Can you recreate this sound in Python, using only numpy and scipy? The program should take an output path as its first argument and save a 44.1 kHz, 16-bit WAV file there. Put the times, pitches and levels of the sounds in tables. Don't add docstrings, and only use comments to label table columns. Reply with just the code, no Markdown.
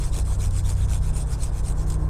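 import sys
import numpy as np
from scipy import signal
from scipy.fft import rfft, irfft, next_fast_len
from scipy.io import wavfile
from scipy.ndimage import uniform_filter1d, map_coordinates

SR = 44100
rng = np.random.default_rng(int(sys.argv[2]) if len(sys.argv) > 2 else 0)


def master_out(mix):
    frames = np.transpose(np.atleast_2d(mix))
    ceiling = np.clip(frames, -1, 1)
    pcm = np.round(ceiling * 32767).astype(np.int16)
    wavfile.write(sys.argv[1], SR, pcm)


N = 92169

# frequency in Hz, relative level in dB.
RUMBLE_COLOUR = [(8, -2), (16, 20.5), (45, -16.5), (75, 2), (140, -8.5), (200, -28), (300, -39.5),
                 (600, -74.5)]
TYRE_COLOUR = [(80, -19.5), (200, 3.5), (330, 0.5), (600, -2.5), (1050, -5), (1350, -13), (1550, -11.5),
               (2200, -26), (3500, -34), (8000, -35), (10000, -32), (11500, -49), (15000, -43)]
# frequency in Hz, relative level in dB.
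HUM_TONES = [(304, -0.5), (335, -30.5), (362, -7.5), (445, -12.5), (1048, -10.5)]
# time in seconds, level in dB.
TYRE_LEVEL = [(0, -45), (.8, -44.5), (1.5, -43), (1.85, -42), (2.09, -41)]
HUM_LEVEL = [(0, -53.5), (1.5, -72.5), (1.8, -49.5), (2.09, -42.5)]

ENGINE_HZ, DRONE_HZ, DRONE_DB = 30.355, 49.3, -28
# time in seconds, then the levels in dB of harmonics 1 to 5.
ENGINE_THROB = [(0, -26.5, -35, -36.5, -32, -39.5), (.25, -30.5, -24, -30.5, -48, -37.5),
                (.5, -25.5, -33.5, -25.5, -39.5, -38.5), (.85, -30, -23.5, -26.5, -33.5, -37.5),
                (1.1, -24, -28.5, -30.5, -40.5, -33), (1.3, -34, -29.5, -39, -35, -37.5),
                (1.55, -30.5, -31, -32, -39, -41.5), (1.8, -25.5, -30, -33.5, -44.5, -33.5),
                (2.09, -33, -25.5, -29.5, -47, -30.5)]
# harmonic number, level in dB.
ENGINE_OVERTONES = [(6, -50), (9, -66), (10, -67.5), (12, -71.5), (15, -58.5)]

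# time of the peak in seconds, level in dB, half length in seconds, pitch in Hz.
BRANCH_RINGS = [(.135, -54, 0.014, 3800), (.323, -43.5, 0.0088, 782), (.323, -54, 0.016, 1606),
                (.407, -47, 0.0057, 3850), (.658, -48.5, 0.0083, 3560), (.835, -52.5, .012, 3600),
                (.95, -54, .02, 3540)]
BLADE_ZINGS = [(.048, -40.5, 0.0057, 8360), (0.323, -47.5, 0.03, 8300), (0.578, -40.5, 0.0076, 8000),
               (1.165, -41, 0.018, 8820), (1.213, -44, 0.013, 8500), (1.271, -48, 0.0061, 8200),
               (1.442, -31, 0.0032, 8320), (1.682, -42.5, .018, 8630), (1.935, -49, 0.018, 8500)]
# start in seconds, level in dB, seconds to fall 60 dB.
FIBRE_SNAPS = [(.168, -34, .012), (.188, -33, .015), (.5083, -37, .022), (.692, -32, .025),
               (.701, -33, .025), (.751, -44, .016), (.7695, -38, .008), (1.686, -33, .01),
               (1.723, -39, .014), (1.9005, -33.5, .04), (1.9215, -37, .028), (1.941, -39, .025)]
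# frequency in Hz, relative level in dB.
SNAP_COLOUR = [(300, -10), (1500, 1), (2800, 0), (3700, 2.5), (4700, 7), (6000, 4), (8500, 12), (10500, -4),
               (13500, -4), (15500, -17)]

# start in seconds, level in dB,
# moment of top speed as a share of the stroke, judder depth (capped at MAX_JUDDER),
# breadth of the bite (1 pointed, 3 flat).
SAW_STROKES = [(-.04, -39.5, .57, 0.13, 2.5), (0.112, -37.5, 0.46, 0.37, 3.6),
               (.237, -42.5, 0.61, 0.23, 6.1), (.372, -38.5, 0.52, 0.32, 3.2), (0.499, -40, 0.7, 0.3, 2.2),
               (.625, -38.5, 0.65, 1, 3.6), (0.749, -44, 0.63, .1, 5.5), (0.871, -38.5, 0.47, .6, 3.1),
               (1.001, -43.5, .6, 0.21, 4.3), (1.122, -40, 0.56, 0.14, 3.8), (1.246, -39.5, 0.7, 0.18, 1.3),
               (1.374, -33, 0.48, 0.25, 0.61), (1.506, -44, 0.69, 0.22, 3.2), (1.622, -40.5, 0.51, .3, 2.5),
               (1.742, -46, 0.58, 0.11, 3.1), (1.857, -46, 0.34, 0.32, 5.1), (1.975, -55.5, 0.38, .1, 4.5)]
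LAST_STOP_S, MAX_JUDDER = 2.09, .42
TURN_DB = -17.5
# frequency in Hz, relative level in dB.
RASP_COLOUR = [(120, 19), (450, 5), (1000, 4), (1550, -3), (1900, -5), (2400, -1), (2950, -5), (3450, -0.5),
               (3800, -3), (4250, -1.5), (4600, -9), (5200, -2), (6600, 0.5), (7600, 3.5), (8500, 5),
               (9600, 2.5), (10700, -6.5), (12200, -11), (13200, -7.5), (15200, -22.5)]
PUSH_COLOUR = [(400, -11), (1500, 1.5), (4000, 0), (8000, -1), (14000, -0.5)]
# frequency in Hz, level in dB against the plain rasp.
BLADE_MODES = [(3445, -1.5), (4200, 1.5), (4776, 10), (5145, 6), (5520, -9), (6186, 2), (7697, -32),
               (8345, -1)]
BLADE_WIDTH_HZ = 25
TOOTH_HZ, TOOTH_SCATTER, BITE_S = 633.3, .25, 0.00017
JUDDER_HZ, JUDDER_SCATTER = 104.5, 0.144
PATCH_DB, DULL_DB, DULL_HZ = 3, 4.5, 10400
TOP_HZ = 15600


def amp(db):
    return 10 ** (np.asarray(db) / 20)


def unit(x):
    return x / np.sqrt(np.mean(x ** 2) + 1e-20)


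def clock():
    return np.arange(N) / SR


def curves(rows):
    times, *columns = np.transpose(rows)
    return [np.interp(clock(), times, column) for column in columns]


def wobble(rate):
    return map_coordinates(rng.standard_normal(4096), [clock() * rate + 2], mode="wrap")


def colour(x, points):
    size = 2 * next_fast_len(N)
    hz = np.fft.rfftfreq(size, 1 / SR)
    point_hz, point_db = np.transpose(points)
    db = np.interp(np.log(hz + 1), np.log(point_hz + 1), point_db)
    cepstrum = irfft(np.log(amp(db)), size)
    cepstrum[1:size // 2] *= 2
    cepstrum[size // 2 + 1:] = 0
    filtered = irfft(rfft(x, size) * np.exp(rfft(cepstrum)), size)[:N]
    return unit(filtered) * np.std(x)


def traffic():
    rumble = amp(-31.5 + wobble(7.3)) * colour(rng.standard_normal(N), RUMBLE_COLOUR)
    tyre_gain = amp(curves(TYRE_LEVEL)[0] + 0.4 * wobble(11.68))
    tyres = tyre_gain * colour(rng.standard_normal(N), TYRE_COLOUR)
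    hum = sum(amp(db + 1.7 * wobble(43)) * tone(hz, drift_rad=2.14) for hz, db in HUM_TONES)
    return rumble + tyres + amp(curves(HUM_LEVEL)[0]) * hum


def tone(hz, drift_rad):
    phase = 2 * np.pi * (hz * clock() + rng.random())
    return np.sqrt(2) * np.sin(phase + drift_rad * wobble(4))


def engine():
    throb = sum(amp(db) * tone(k * ENGINE_HZ, drift_rad=0.45)
                for k, db in enumerate(curves(ENGINE_THROB), start=1))
    overtones = sum(amp(db) * tone(k * ENGINE_HZ, drift_rad=0.64) for k, db in ENGINE_OVERTONES)
    return throb + overtones + amp(DRONE_DB) * tone(DRONE_HZ, drift_rad=0.067)


def friction_rings(rows, width_hz):
    out, t = np.zeros(N), clock()
    for peak_s, db, half_s, hz in rows:
        phase = 2 * np.pi * hz * t
        band = wobble(2 * width_hz) * np.cos(phase) + wobble(2 * width_hz) * np.sin(phase)
        swell = np.exp(-.5 * ((t - peak_s) / half_s) ** 2)
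        out += amp(db) * unit(band) * swell
    return out


def snaps():
    t = clock()
    force = sum((t >= start) * amp(db - 60 * np.abs(t - start) / t60) for start, db, t60 in FIBRE_SNAPS)
    return colour(force * rng.standard_normal(N), SNAP_COLOUR)


def arm():
    t = clock()
    starts, db, top_share, judder, breadth = np.transpose(SAW_STROKES)
    stroke = np.searchsorted(starts, t, side="right") - 1
    lengths = np.diff(np.append(starts, LAST_STOP_S))
    progress = (t - starts[stroke]) / lengths[stroke]
    top = top_share[stroke]
    away = np.maximum(1 - progress / top, (progress - top) / (1 - top))
    speed = np.abs(np.cos(np.pi / 2 * away))
    stroke_db = uniform_filter1d(db[stroke], SR // 100)
    loudness = amp(stroke_db + TURN_DB * away ** breadth[stroke])
    return speed, loudness, np.minimum(judder, MAX_JUDDER)[stroke], stroke % 2 == 1


def teeth(speed, spread_db, rub, grit_db, knock):
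    teeth_passed = np.cumsum(TOOTH_HZ * speed * np.exp(TOOTH_SCATTER * wobble(300))) / SR
    new_tooth = np.diff(np.floor(teeth_passed), prepend=0) > 0
    bites = new_tooth * amp(spread_db * rng.uniform(-1, 1, N))
    force = signal.lfilter([1], [1, -np.exp(-1 / (BITE_S * SR))], bites)
    fibres = rng.standard_normal(N) * amp(grit_db * rng.uniform(-1, 1, N))
    tearing = unit((unit(force) + rub) * fibres)
    return unit(tearing + knock * unit(bites))


def wood_grain(cut, speed):
    hz, t, spectrum = signal.stft(cut, SR, nperseg=256)
    patches = uniform_filter1d(rng.standard_normal(spectrum.shape), size=3, axis=0)
    patches = unit(uniform_filter1d(patches, size=8, axis=1))
    treble = 1 / (1 + (DULL_HZ / (hz + 1)) ** 10)
    slowness = 1 - np.interp(t, clock(), speed)
    gain = amp(PATCH_DB * patches - DULL_DB * np.outer(treble, slowness))
    return signal.istft(spectrum * gain, SR, nperseg=256)[1][:N]


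def saw_rasp():
    speed, loudness, judder, pulling = arm()
    phase = 2 * np.pi * np.cumsum(JUDDER_HZ * (1 + JUDDER_SCATTER * wobble(60.23))) / SR
    bounce = np.cos(phase) + 0.1 * np.sin(2 * phase)
    hop = np.exp(judder * np.sqrt(speed) * bounce) / np.sqrt(1 + judder ** 2)
    scrape = teeth(speed, spread_db=2.5, rub=6.6, grit_db=5.5, knock=0.11) * hop * loudness
    pushes = colour(scrape * ~pulling, PUSH_COLOUR)
    cut = colour(scrape * pulling + pushes, RASP_COLOUR)
    ring = sum(amp(db) * signal.lfilter(*signal.iirpeak(hz, hz / BLADE_WIDTH_HZ, SR), cut)
               for hz, db in BLADE_MODES)
    return wood_grain(cut + ring, speed)


def scene():
    saw = saw_rasp() + friction_rings(BLADE_ZINGS, width_hz=510)
    branch = friction_rings(BRANCH_RINGS, width_hz=350) + snaps()
    return (saw + branch + engine() + traffic())[None]


def record(dry):
    size = next_fast_len(N + SR // 2)
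    in_band = np.fft.rfftfreq(size, 1 / SR) < TOP_HZ
    return irfft(rfft(dry, size) * in_band, size)[..., :N]


dry = scene()
out = record(dry)
master_out(out)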